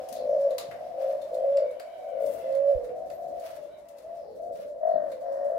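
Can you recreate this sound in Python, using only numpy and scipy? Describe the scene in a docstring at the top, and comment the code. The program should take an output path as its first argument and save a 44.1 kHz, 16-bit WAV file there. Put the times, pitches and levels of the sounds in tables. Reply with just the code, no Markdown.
"""A tin-roofed breeding shed, where caged doves coo over one another as a hand-held camera is carried past.
Each coo is an almost pure tone that the throat modulates into a rolling trill, smoother near its crest.
Pecks excite the damped modes of the cages, sandals scuff on concrete by friction, feathers rustle,
a hand bumps the camera and something squeaks thinly. A far rooster and small birds sound in the
outdoor air. The farther a source, the more of it is heard as reverberation."""
import sys
import numpy as np
from scipy import signal
from scipy.fft import rfft, irfft, next_fast_len
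from scipy.io import wavfile
from scipy.ndimage import map_coordinates

SR = 44100
rng = np.random.default_rng(int(sys.argv[2]) if len(sys.argv) > 2 else 0)


def to_wav(sig):
    """Store sig (one row per channel, or 1-D mono) as 16-bit WAV at the path in sys.argv[1].

    Samples outside -1..1 are clipped; the rate is SR.
    """
    pcm = np.clip(np.atleast_2d(sig), -1, 1) * 32767
    pcm = np.round(pcm).astype(np.int16)
    wavfile.write(sys.argv[1], SR, pcm.T)  # frames by channels


N = 246078


def amp(db):
    """Amplitude ratio of a level in decibels."""
    return 10 ** (np.asarray(db) / 20)


def unit(x):
    """Normalisation to rms 1."""
    return x / np.sqrt(np.mean(x ** 2) + 1e-20)


def along(points, hz):
    """Interpolation of (frequency, value) points on a logarithmic axis."""
    knots_hz, values = np.transpose(points)
    return np.interp(np.log(hz + 1), np.log(knots_hz + 1), values)


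def curves(rows, t):
    """Linear interpolation of each column after the first at times t."""
    knots_s, *columns = np.transpose(rows)
    return [np.interp(t, knots_s, column) for column in columns]


def times(start, end):
    """Uniform sampling of an interval of at least 20 ms."""
    return np.arange(round(start * SR), round(max(end, start + .02) * SR)) / SR


def fade(t, seconds):
    """A window with quarter-sine tapers at both ends."""
    return np.sin(np.pi / 2 * np.clip(np.minimum(t - t[0], t[-1] - t) / seconds, 0, 1))


def wobble(t, rate):
    """Smooth random modulation: a spline through rate Gaussian knots a second."""
    return map_coordinates(rng.standard_normal(size=1024), [(t - t[0]) * rate + 2], mode="wrap")


def phase_of(hz):
    """Phase in radians is the integral of instantaneous frequency."""
    return 2 * np.pi * np.cumsum(hz) / SR


def panned(x, pan_db):
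    """Level-difference stereo: the left channel exceeds the right by pan_db."""
    left = 2 / (1 + amp(-pan_db))
    return np.array([[left], [2 - left]]) * x


def add(track, start, x):
    """Superposition of x on the track from a start time."""
    i = round(start * SR)
    x = x[:, max(-i, 0):max(N - i, 0)]
    track[:, max(i, 0):max(i, 0) + x.shape[1]] += x


def filtered(x, response):
    """Linear filtering: the spectrum of x times a frequency response."""
    n = x.shape[-1]
    padded = next_fast_len(n + SR // 8)
    return irfft(rfft(x, padded) * response(np.fft.rfftfreq(padded, 1 / SR)), padded)[..., :n]


def coloured_noise(spectrum, width, pan_db):
    """Spectrally shaped noise; its side signal decorrelates the two channels."""
    mid, side = unit(filtered(rng.standard_normal((2, N)), lambda hz: amp(along(spectrum, hz))))
    return panned(np.array([mid + width * side, mid - width * side]), pan_db)


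# Reverberation time of the shed: (frequency [Hz], T60 [s])
SHED_T60 = [(200, 0.83), (700, 0.45), (3000, 0.28), (8000, 0.22), (15000, 0.13)]
def reverb(x):
    """Reverberation: convolution with a diffuse, exponential tail whose treble dies first."""
    hz, t, noise = signal.stft(rng.standard_normal((2, SR // 2)), SR, nperseg=256)
    decay = amp(-60 * t / along(SHED_T60, hz)[:, None])
    build_up = 1 - np.exp(-t / .006)
    _, tail = signal.istft(noise * decay * build_up, SR, nperseg=256)
    return signal.fftconvolve(x, tail / np.linalg.norm(tail[0]), axes=1)[:, :N]


# Spectra of the ambient noise: (frequency [Hz], relative spectral density [dB])
RUMBLE_SPECTRUM = [(20, -15), (55, -8.5), (100, -10.5), (200, -8), (380, -3), (600, -4.5), (1000, -51)]
YARD_SPECTRUM = [(400, -22), (800, 10.5), (1100, 1.5), (1400, -5.5), (1880, -5), (2150, -11), (4000, -42.5)]
RUSTLE_SPECTRUM = [(1300, -24), (2100, -0.5), (2900, -2.5), (4200, -4.5), (5500, -4.5), (7500, -25)]
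HISS_SPECTRUM = [(3500, -25.5), (6500, -0.5), (9000, -2.5), (12000, 1.5), (16000, -10)]
# Envelopes of the rumble and of the outdoor air: (time [s], level [dB])
RUMBLE_ENVELOPE = [(0.0, -57.5), (1.52, -59), (2.04, -64.5), (2.35, -55.5), (3.36, -58.5), (3.85, -64.5),
                   (4.57, -58), (4.91, -64.5), (5.04, -57.5), (5.58, -63)]
OUTDOOR_ENVELOPE = [(0.0, -64), (0.4, -66), (0.62, -63), (0.82, -66.5), (1.27, -67), (2.13, -71),
                    (2.41, -64.5), (2.98, -72), (3.19, -72), (3.56, -73), (3.81, -75.5), (4.16, -72),
                    (4.32, -78.5), (4.89, -80.5), (5.08, -72), (5.58, -75.5)]
def air(rumble_db=1, yard_db=-63.5, rustle_db=-74, hiss_db=-78, hum_hz=59, hum_db=-75):
    """Ambient noise: over rumble and hum, the outdoor bands fade as the camera turns into the shed."""
    t = times(0, N / SR)
    (low_db,), (outdoor_db,) = curves(RUMBLE_ENVELOPE, t), curves(OUTDOOR_ENVELOPE, t)
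    open_db = outdoor_db - outdoor_db.mean()
    stir_db = 1.3 * wobble(t, 14)
    low_db = low_db + rumble_db + 1.8 * wobble(t, 9)
    rumble = amp(low_db) * coloured_noise(RUMBLE_SPECTRUM, width=.45, pan_db=0)
    yard = amp(yard_db + .66 * open_db) * coloured_noise(YARD_SPECTRUM, width=.9, pan_db=1.5)
    rustle = amp(rustle_db + open_db + stir_db) * coloured_noise(RUSTLE_SPECTRUM, width=1, pan_db=-1.5)
    hiss = amp(hiss_db + .68 * open_db + stir_db) * coloured_noise(HISS_SPECTRUM, width=.9, pan_db=5)
    hum = amp(hum_db + 2 * wobble(t, .88)) * np.sin(2 * np.pi * hum_hz * t)
    return rumble + yard + rustle + hiss + hum


# Two crows, each a contour of (time [s], pitch [Hz], level [dB])
CROW_CONTOURS = [
    [(1.3, 630, -72), (1.45, 667, -67.5), (1.7, 750, -63), (2.1, 752, -64), (2.3, 690, -62),
     (2.6, 661, -66), (2.8, 592, -80)],
    [(3.55, 683, -66), (3.66, 704, -70), (3.76, 750, -71.5), (3.84, 663.4, -74), (4.0, 657.5, -74.5),
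     (4.2, 639, -79)],
]
# Partials of a crow: (harmonic number, relative level [dB])
CROW_HARMONICS = [(2, -5), (3, 1), (4, -4.5), (5, -6.5)]
def rooster(level_db=-2, pulse_hz=6.5, pulse_db=1.5):
    """Jitter and shimmer make a harmonic series hoarse; the far crow arrives mostly as reverberation."""
    out = np.zeros((2, N))
    for crow in CROW_CONTOURS:
        t = times(crow[0][0], crow[-1][0])
        hz, db = curves(crow, t)
        pulse = np.sin(2 * np.pi * pulse_hz * (t - t[0]) + .5 * wobble(t, 5))
        phase = phase_of(hz * (1 + .035 * wobble(t, 500) + .018 * wobble(t, 30) + .018 * pulse))
        tone = sum(amp(partial_db + 4.5 * wobble(t, 22)) * np.sin(k * phase + .6 * wobble(t, 260))
                   for k, partial_db in CROW_HARMONICS)
        envelope = amp(db + level_db + pulse_db * pulse) * fade(t, .045)
        add(out, t[0], panned(unit(tone) * envelope, 0))
    return .5 * out + reverb(out)


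# Chirps outside: (start [s], end [s], first pitch [Hz], last pitch [Hz], level [dB])
BIRD_CHIRPS = [(0.145, 0.21, 4700, 4180, -57), (0.268, 0.462, 5730, 5430, -66.5),
               (4.157, 4.349, 5180, 4350, -71), (4.88, 4.967, 4530, 3940, -69),
               (5.243, 5.43, 5130, 5390, -73)]
def small_birds(level_db=-1):
    """Fast random frequency modulation broadens each glide into a blurred twitter."""
    out = np.zeros((2, N))
    for start, end, first_hz, last_hz, db in BIRD_CHIRPS:
        t = times(start, end)
        hz = np.linspace(first_hz, last_hz, len(t)) * (1 + .11 * wobble(t, 1400))
        add(out, start, panned(np.sin(phase_of(hz)) * amp(db + level_db) * fade(t, .0044), 0))
    return .5 * out + reverb(out)


def feathers_and_husks(count=150, level_db=-79, spread_db=3, length_s=.03, room_db=4):
    """Friction of feathers and seed husks in the cages: soft noise bursts at random times."""
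    envelope, t = np.zeros((2, N)), times(0, length_s)
    window = fade(t, length_s / 2) ** 2
    for when, size in zip(rng.random(count), rng.standard_normal(count)):
        add(envelope, when * N / SR, panned(amp(level_db + spread_db * min(size, 1)) * window, 0))
    spectrum = [(1500, -28), (4000, -3), (7000, -5), (15000, -7)]  # (frequency [Hz], level [dB])
    out = envelope * coloured_noise(spectrum, width=1, pan_db=17)
    return out + amp(room_db) * reverb(out)


# Contour of the squeak: (time [s], pitch [Hz], level [dB])
SQUEAK_CONTOUR = [(3.02, 10100, -86), (3.08, 11700, -76), (3.12, 13100, -72), (3.151, 12450, -61),
                  (3.185, 12100, -71), (3.22, 12550, -73), (3.26, 12000, -82), (3.31, 10740, -84)]
def squeak(level_db=-3, upper_ratio=1.14, upper_db=-6, room_db=-7):
    """Two unsteady inharmonic partials rise, dip and fall away as one thin, very high squeak."""
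    out, t = np.zeros((2, N)), times(SQUEAK_CONTOUR[0][0], SQUEAK_CONTOUR[-1][0])
    hz, db = curves(SQUEAK_CONTOUR, t)

    def partial(ratio):
        shimmer = amp(3 * wobble(t, 90))
        jitter = 1 + .011 * wobble(t, 1200) + .008 * wobble(t, 25)
        return shimmer * np.sin(phase_of(ratio * hz * jitter))

    tone = partial(1) + amp(upper_db) * partial(upper_ratio)
    add(out, t[0], panned(tone * amp(db + level_db) * fade(t, .02), 1.8))
    return out + amp(room_db) * reverb(out)


def damped_swing(hz, db, t60):
    """A damped oscillation of slightly uneven cycles."""
    t = times(0, .28)
    swing = np.sin(2 * np.pi * hz * t * (1 + .03 * wobble(t, 40)))
    return swing * amp(db - 60 * t / t60) * (1 - np.exp(-t / .002))


# Impacts of feet and of the hand: (time [s], level [dB], frequency [Hz], T60 [s])
FOOTFALLS = [(0.118, -45.5, 233, 0.1), (.685, -42.5, 131, 0.06), (2.894, -36, 326, 0.021),
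             (3.13, -58, 145, 0.056), (4.588, -52.5, 201, 0.12), (4.651, -52, 280, 0.084),
             (4.939, -46, 185, 0.14), (4.954, -40, 284, 0.073), (5.21, -57.5, 290, 0.12)]
HAND_BUMPS = [(2.749, -27, 62, .088), (2.82, -47, 50, .18)]
def thuds(room_db=-5):
    """Impact excitation: footfalls reverberate; a knock by the camera's right port stays dry."""
    steps, bumps = np.zeros((2, 2, N))
    for start, db, hz, t60 in FOOTFALLS:
        add(steps, start, panned(damped_swing(hz, db, t60), .87))
    for start, db, hz, t60 in HAND_BUMPS:
        add(bumps, start, panned(damped_swing(hz, db, t60), -39.5))
    return steps + amp(room_db) * reverb(steps) + bumps


def sand(spectrum, grains_per_s, pan_db):
    """Shot noise: grains of sand snap independently of one another."""
    snaps = (rng.random((2, N)) < grains_per_s / SR) * rng.standard_normal((2, N))
    return panned(np.sqrt(2) * unit(filtered(snaps, lambda hz: amp(along(spectrum, hz)))), pan_db)


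# Sole on concrete, and sand under it: (frequency [Hz], relative spectral density [dB])
GRIND_SPECTRUM = [(300, -3), (1200, 3), (4000, -4.5), (6000, -6.5), (10000, -37.5)]
GRIT_SPECTRUM = [(2500, -20), (6000, -8), (9000, -2), (13000, 0), (16000, -3)]
# Dragged soles: (start [s], length [s], rise time [s], grind level [dB], grit level [dB])
SOLE_DRAGS = [(0.961, 0.24, 0.035, -61.5, -66), (2.162, 0.31, .14, -63.5, -54),
              (2.648, 0.09, .04, -61.5, -68), (3.301, 0.35, .13, -57.5, -59.5),
              (4.538, 0.16, 0.023, -64.5, -68.5)]
def scuffs(judder_db=2.5, grind_sag_db_per_s=13, grit_sag_db_per_s=23.5, release_share=.36, room_db=-5):
    """Sliding friction: a sole catches on sand and grinds to a halt; the bright grit dies first."""
    out = np.zeros((2, N))
    grind = sand(GRIND_SPECTRUM, grains_per_s=1800, pan_db=.5)
    grit = sand(GRIT_SPECTRUM, grains_per_s=1300, pan_db=7.5)
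    for start, length, rise_s, grind_db, grit_db in SOLE_DRAGS:
        t = times(start, start + length)
        i, age = np.round(t * SR).astype(int), t - start
        speed = np.clip(np.minimum((age / rise_s) ** 2, (1 - age / length) / release_share), 0, 1)
        sole = amp(grind_db - grind_sag_db_per_s * age) * grind[:, i]
        sole += amp(grit_db - grit_sag_db_per_s * age) * grit[:, i]
        judder = unit(amp(judder_db * wobble(t, 42)))
        add(out, start, sole * speed * judder)
    return out + amp(room_db) * reverb(out)


def resonate(noise, modes, scale):
    """Modal response: noise drives second-order resonators of alternating sign."""
    def response(hz):
        f = hz * scale
        return sum((-1) ** k * amp(db) * 1j * f * width / (centre ** 2 - f ** 2 + 1j * f * width)
                   for k, (centre, width, db) in enumerate(modes))
    return unit(filtered(noise, response))


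# Modes of the cage frame and plastic tray: (frequency [Hz], bandwidth [Hz], relative level [dB])
FRAME_MODES = [(1100, 120, 2), (2650, 300, -6), (3620, 350, 2), (4150, 280, 3), (4700, 220, -1),
               (5900, 600, -9), (6850, 350, -4), (9950, 550, -5), (11800, 350, -6), (14600, 600, -9)]
TRAY_MODES = [(1100, 250, -5), (1520, 350, -1), (2050, 280, 0), (2700, 500, -9)]
# Modes of a bar: (frequency [Hz], relative level [dB], T60 [s])
BAR_MODES = [(2600, -5, .02), (3520, -9, .025), (4740, 0, .035), (7450, -5, .018), (9450, -12, .015),
             (12600, -14, .012)]
# Beak and claw impacts: (time [s], frame [dB], tray [dB], crack [dB], bar [dB], softness [0-1])
CAGE_IMPACTS = [(0.087, -61, -78, -46, -68, .1), (0.1263, -57, -56, -43, -62, 0),
                (0.161, -41, -66, -56, -60, .5), (.407, -56, -71, -56, -62, .5),
                (0.504, -41, -49, -52, -60, 1), (0.5817, -30.5, -44, -41, -44, 0),
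                (0.594, -36, -56, -54, -52, .6), (0.712, -55, -42, -72, -66, .1),
                (1.215, -44, -55, -57, -55, .7), (1.343, -54, -62, -55, -60, .2),
                (1.571, -52, -47, -62, -42, 0), (1.706, -56, -58, -55, -66, 1),
                (1.7979, -56, -48, -53, -46, 0), (2.259, -64, -78, -47, -68, .4),
                (2.523, -58, -66, -61, -57, .2), (2.548, -53, -53, -55, -62, .3),
                (2.843, -61, -56, -59, -68, .2), (2.89, -68, -54, -72, -72, .3),
                (3.1004, -57, -54, -58, -50, .1), (3.396, -66, -66, -54, -64, .2),
                (3.884, -62, -78, -50, -68, .7), (3.9833, -59, -65, -57, -64, .1),
                (4.5516, -64, -75, -63, -68, .4), (5.116, -47, -50, -56, -56, .5)]
def cage_ticks(crack_t60=.05, frame_t60=.05, tray_t60=.07, soft_s=.008, rattle_rad=1.2, room_db=-2.5):
    """Free vibration after impact: each peck cracks, shakes the frame, knocks the tray, rings a bar."""
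    out, t = np.zeros((2, N)), times(0, .15)
    treble = signal.butter(2, [3400, 15000], "band", fs=SR, output="sos")
    for start, frame_db, tray_db, crack_db, bar_db, softness in CAGE_IMPACTS:
        frame_noise, tray_noise, crack_noise = rng.standard_normal((3, 2, len(t)))
        detune = 1 + .012 * rng.uniform(-1, 1)
        frame = amp(frame_db - 60 * t / frame_t60) * resonate(frame_noise, FRAME_MODES, detune)
        tray = amp(tray_db - 60 * t / tray_t60) * resonate(tray_noise, TRAY_MODES, detune)
        crack = amp(crack_db - 60 * t / crack_t60) * unit(signal.sosfilt(treble, crack_noise))
        bar = np.zeros((2, len(t)))
        for hz, mode_db, t60 in BAR_MODES:
            decay = amp(bar_db + mode_db + 2 * rng.standard_normal() - 60 * t / t60)
            phase = 2 * np.pi * (hz * detune * t + rng.random((2, 1)))
            bar += decay * np.sin(phase + rattle_rad * wobble(t, 900))  # it chatters in its seat
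        contact = 1 - np.exp(-t / (softness * soft_s + 1 / SR))
        hit = panned((frame + tray + panned(crack, 14) + bar) * contact, 2.5)
        add(out, start, hit)
        add(out, start, amp(room_db) * reverb(hit))
    return out


def crop_band(x, pitch_hz, top_hz=735):
    """Band-pass radiation: the bird's inflated crop passes only a narrow band around its note."""
    low_hz, high_hz = .867 * pitch_hz, min(1.23 * pitch_hz, max(top_hz, pitch_hz))
    return filtered(x, lambda hz: ((1 + (low_hz / (hz + 1)) ** 30) * (1 + (hz / high_hz) ** 30)) ** -.5)


def far_coo(start, end, pitches_hz, depth, swoop=.04, second_db=-45, third_db=-53):
    """Amplitude and frequency modulation: a trill chops an arching tone into upward-flicking pulses."""
    t = times(start, end)
    pitch_hz = np.polyval(np.polyfit([-1, 0, 1], pitches_hz, 2), np.linspace(-1, 1, len(t)))
    trill_hz = rng.uniform(46.86, 61.4)
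    cycle = phase_of(trill_hz * (1 + 1.4 * swoop * wobble(t, 45)))
    gate = (1 - depth * np.cos(cycle)) / np.sqrt(1 + depth ** 2 / 2)
    bend = depth * swoop * (.5 + np.sin(cycle) + wobble(t, 89.46))
    phase = phase_of(pitch_hz * (1 + bend))
    pulses = np.sqrt(2) * gate * amp(1.4 * depth * wobble(t, 50))
    overtones = amp(second_db) * np.sin(2 * phase) + amp(third_db) * np.sin(3 * phase)
    held = 4 * swoop * depth ** 2  # this part stays on the base pitch between the pulses
    steady = np.sqrt(2) * np.sin(phase_of(pitch_hz))
    tone = np.sqrt(1 - held ** 2) * pulses * np.sin(phase) + held * steady
    return (crop_band(tone, pitch_hz.mean()) + pulses * overtones) * fade(t, .037)


# Envelope of the far cages: (time [s], level [dB])
FLOCK_ENVELOPE = [(0, -39), (1, -46.5), (2, -42.5), (3, -44), (3.5, -46.5), (3.85, -53.5), (4.3, -46),
                  (4.65, -38.5), (5.15, -39.5), (5.58, -38)]
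def flock(count=36, level_db=-.5, low_hz=490, high_hz=690):
    """A diffuse field: coos from the far cages blend and are heard only as reverberation."""
    out = np.zeros((2, N))
    for k, (when, length, height, roll) in enumerate(rng.random((count, 4))):
        start = (k + when) / count * (N / SR + .28) - .3
        end = start + .29 + .1966 * length
        crest_hz = low_hz + height * (high_hz - low_hz)
        coo = far_coo(start, end, crest_hz * np.array([.93, 1, .88]), depth=.5 + roll / 2)
        add(out, start, panned(coo, 0))
    db, = curves(FLOCK_ENVELOPE, times(0, N / SR))
    return unit(reverb(out)) * amp(db + level_db)


# Coos a few cages away:
# (start [s], length [s], middle pitch [Hz], glide [share of pitch], level [dB], trill depth [0-1])
NEIGHBOUR_COOS = [ (-.05, 0.26, 735.6, -.03, -42, 0.27), (0.108, 0.25, 652, 0.013, -39, 0.9),
                  (0.255, 0.42, 696, -0.022, -45, 0.53), (0.606, 0.32, 593, 0.0019, -45.5, 0.91),
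                  (0.655, 0.32, 704, 0.057, -43, 0.77), (0.782, 0.37, 654.5, 0.028, -41, 0.8),
                  (0.917, 0.27, 737, -0.074, -42.5, 0.51), (1.232, 0.27, 642, .13, -35.5, 0.96),
                  (1.37, 0.37, 693, -0.024, -50, 0.3), (1.682, 0.44, 602.2, -0.013, -46, 0.38),
                  (1.712, 0.29, 677, -0.031, -46.5, 0.86), (1.976, 0.22, 738, -.02, -41.5, 0.39),
                  (2.006, 0.2, 660, 0.029, -39.5, 0.52), (2.2, .13, 472, .03, -42, .1),
                  (2.292, 0.3, 662, -.03, -41, 0.4), (2.577, 0.38, 682.7, -.08, -48, 0.78),
                  (2.81, 0.13, 508, -0.02, -36.5, 0.3), (2.882, 0.28, 735.5, 0.032, -42, 0.36),
                  (2.907, 0.28, 650, 0.039, -41, 0.57), (2.931, 0.56, 577.2, -0.059, -44.5, 0.96),
                  (3.172, 0.33, 702.6, -0.046, -41, 0.59), (3.182, .5, 645, -0.14, -41, 0.53),
                  (3.655, 0.2, 606.8, -0.041, -49, 0.39), (3.831, 0.14, 668, -0.084, -51, 0.08),
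                  (3.851, 0.23, 560, -0.196, -50.5, 0.45), (4.02, 0.2, 668.7, 0.063, -41, 0.28),
                  (4.077, 0.23, 576.3, -0.12, -47, 1), (4.233, 0.17, 436.3, -0.045, -53, 0.8),
                  (4.236, 0.11, 810, 0.091, -51.5, 1), (4.37, 0.2, 677.7, 0.02, -38.5, 0.35),
                  (4.357, 0.16, 623.5, -0.062, -41, 0.42), (4.475, 0.26, 582.2, 0.04, -41.5, 0.67),
                  (5.079, 0.097, 545.3, -0.17, -36.5, 0.3), (5.209, 0.11, 678, 0, -36, 0.6),
                  (5.37, 0.14, 714, -0.01, -38.5, 0.15), (5.485, 0.17, 680.5, 0.04, -35.5, 0.18), ]
def neighbours(level_db=-.97, sag_share=.0559, sag_db=1.5, room_db=-6, pan_db=2.5, pan_spread_db=2):
    """Direct plus reverberant sound: neighbours answer in parabolic arches of pitch and level."""
    out = np.zeros((2, N))
    for start, length, hz, glide, db, depth in NEIGHBOUR_COOS:
        pitches_hz = hz * np.array([1 - sag_share - glide / 2, 1, 1 - sag_share + glide / 2])
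        coo = far_coo(start, start + length, pitches_hz, depth)
        coo *= amp(db + level_db - sag_db * np.linspace(-1, 1, len(coo)) ** 2)
        add(out, start, panned(coo, pan_db + pan_spread_db * rng.standard_normal()))
    return out + amp(room_db) * reverb(out)


# Trill sidebands, as parallel lists: (offset from the note [trill rates]) and (relative level [dB])
TRILL_OFFSETS = [-2, -1, 1, 2, 3]
TRILL_LEVELS = [-30, -16, -2, -7.5, -18]
def trilled_note(t, pitch_hz, depth, trill_hz, smear, crop_hz=715, second_db=-45, third_db=-53):
    """Modulation sidebands, strongest above the note and cut off by the crop; gives note and envelope."""
    cycle = phase_of(trill_hz * (1 + .07 * smear * wobble(t, 30))) + np.pi
    roll = 0
    for k, db in zip(TRILL_OFFSETS, TRILL_LEVELS):
        strength = amp(db + 3 * smear * wobble(t, 35))
        radiated = 1 / np.sqrt(1 + ((pitch_hz + k * trill_hz) / crop_hz) ** 30)
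        roll += strength * radiated * np.exp(1j * (k * cycle + smear * wobble(t, 40)))
    envelope = (1 + depth * roll) / np.sqrt(1 + depth ** 2 * np.mean(abs(roll) ** 2))
    roughness = np.minimum(depth * smear, .6)
    phase = phase_of(pitch_hz) + (.06 + .75 * roughness) * wobble(t, 42)
    envelope *= amp(1.5 * roughness * wobble(t, 60))
    overtones = amp(second_db) * np.exp(2j * phase) + amp(third_db) * np.exp(3j * phase)
    return np.sqrt(2) * np.imag(envelope * (np.exp(1j * phase) + overtones)), abs(envelope)


# Throat noise, and a faint 1-2 kHz hiss: (frequency [Hz], relative spectral density [dB])
THROAT_SPECTRUM = [(100, -17), (220, -5), (360, -3), (520, -3), (950, 3), (1300, -12), (2200, -32),
                   (5000, -42)]
MID_HISS_SPECTRUM = [(800, -18), (1150, 1), (1400, -3), (1600, -1), (1730, -4), (1870, 2), (1970, -8),
                     (2150, -22), (5000, -34)]
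# The nearest coos: (start [s], held note from [s], crest [s], end [s], first pitch [Hz],
# crest pitch [Hz], last pitch [Hz], flick [Hz], crest level [dB], held trill depth [ratio],
# trill rate [Hz], trill depth elsewhere [ratio], phase smear [rad], throat noise [dB],
# faint hiss [dB], left minus right [dB], lead at the left port [s])
NEAR_COOS = [ (-.2, -.06, -0.01, 0.05, 542, 552, 497, 0, -30.5, .8, 51, 1.1, 0.97, -69, -80, 5, 0),
             (0.195, .38, 0.455, 0.58, 505, 559, 497, 0, -21.3, .2, 52, 1.15, 0.77, -63, -80, 1.5, 0),
             (0.96, 0.99, 1.075, 1.24, 530, 540, 568, 0, -25, .5, 54.7, 0.9, 0.84, -66, -75, 2, 0),
             (1.31, 1.465, 1.56, 1.71, 500, 558, 505, 4, -21, .12, 52, 1.1, 0.73, -64, -73, 1, -.0001),
             (2.108, 2.2, 2.25, 2.35, 515, 560, 545, 0, -25.5, .6, 55, 0.9, 0.97, -66, -74, 7, .00007),
             (2.42, 2.49, 2.705, 2.8, 518, 561, 485, 12, -21, .17, 57.5, 0.5, 0.9, -66, -72, -5.5, -.00014),
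             (4.805, 4.86, 4.9, 5.07, 605, 640, 575, 0, -20.3, 1.0, 48, 1.0, 0.17, -55, -60, 8, -.00034),
             (5.2, 5.29, 5.47, 5.64, 540, 557, 500, 22, -27, .35, 55.7, 1.0, 0.79, -57, -63, 5.5, -0.0003),
             ]
def near_doves(level_db=-1.7, swell_db=12, fade_db=13, release_db_per_s=220, tail_s=.11,
               flick_s=.022, hold_past_s=.025, change_s=.04, room_db=-12):
    """Varying modulation depth: a coo rolls, mostly clears towards its crest, then breaks and sinks."""
    out, throat, hiss = np.zeros((3, 2, N))
    for (start, hold, crest, end, first_hz, crest_hz, last_hz, flick_hz, db, held_depth,
         trill_hz, roll_depth, smear, throat_db, hiss_db, pan_db, lead_s) in NEAR_COOS:
        t = times(start, end + tail_s)
        before, after = np.interp(t, [start, crest], [1, 0]), np.interp(t, [crest, end], [0, 1])
        arch_hz = crest_hz + (first_hz - crest_hz) * before ** 1.8 + (last_hz - crest_hz) * after ** 1.05
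        lift_hz = flick_hz * np.exp(-((t - crest) / flick_s) ** 2)
        effort_db = -swell_db * before ** 2.1 - fade_db * after ** 1.3
        effort_db -= release_db_per_s * np.maximum(t - end, 0)
        held = np.clip(np.minimum(t - hold, crest + hold_past_s - t) / change_s + .5, 0, 1)
        depth = roll_depth + (held_depth - roll_depth) * held + .01 * lift_hz  # a flick stirs the trill
        note, pulses = trilled_note(t, arch_hz + lift_hz, depth, trill_hz, smear)
        direct = panned(note * fade(t, .02), pan_db)
        # The sound reaches one port a moment before the other.
        direct = filtered(direct, lambda hz: np.exp(1j * np.pi * hz * lead_s * np.array([[1], [-1]])))
        add(out, start, direct * amp(db + level_db + effort_db))
        # Throat noise swells with the effort and flutters with the trill.
        flutter = 1 + .35 * (pulses - 1)
        add(throat, start, panned(amp(throat_db + .5 * effort_db) * flutter * fade(t, .03), 0))
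        # A faint hiss rises with each coo, strongest on the last two.
        add(hiss, start, panned(amp(hiss_db + .12 * effort_db) * flutter * fade(t, .1), 0))
    out += throat * coloured_noise(THROAT_SPECTRUM, width=.8, pan_db=1.5)
    out += hiss * coloured_noise(MID_HISS_SPECTRUM, width=.87, pan_db=1.5)
    return out + amp(room_db) * reverb(out)


def scene():
    """Superposition of doves near and far, other birds, small contact sounds and the air."""
    birds = near_doves() + neighbours() + flock() + rooster() + small_birds()
    return birds + cage_ticks() + feathers_and_husks() + scuffs() + thuds() + squeak() + air()


def record(dry, low_hz=38, top_hz=15850):
    """Band limiting: the camera drops the deepest bass and keeps nothing above top_hz."""
    high_pass = signal.butter(4, low_hz, "high", fs=SR, output="sos")
    return filtered(signal.sosfilt(high_pass, dry), lambda hz: hz < top_hz)


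dry = scene()
out = record(dry)
to_wav(out)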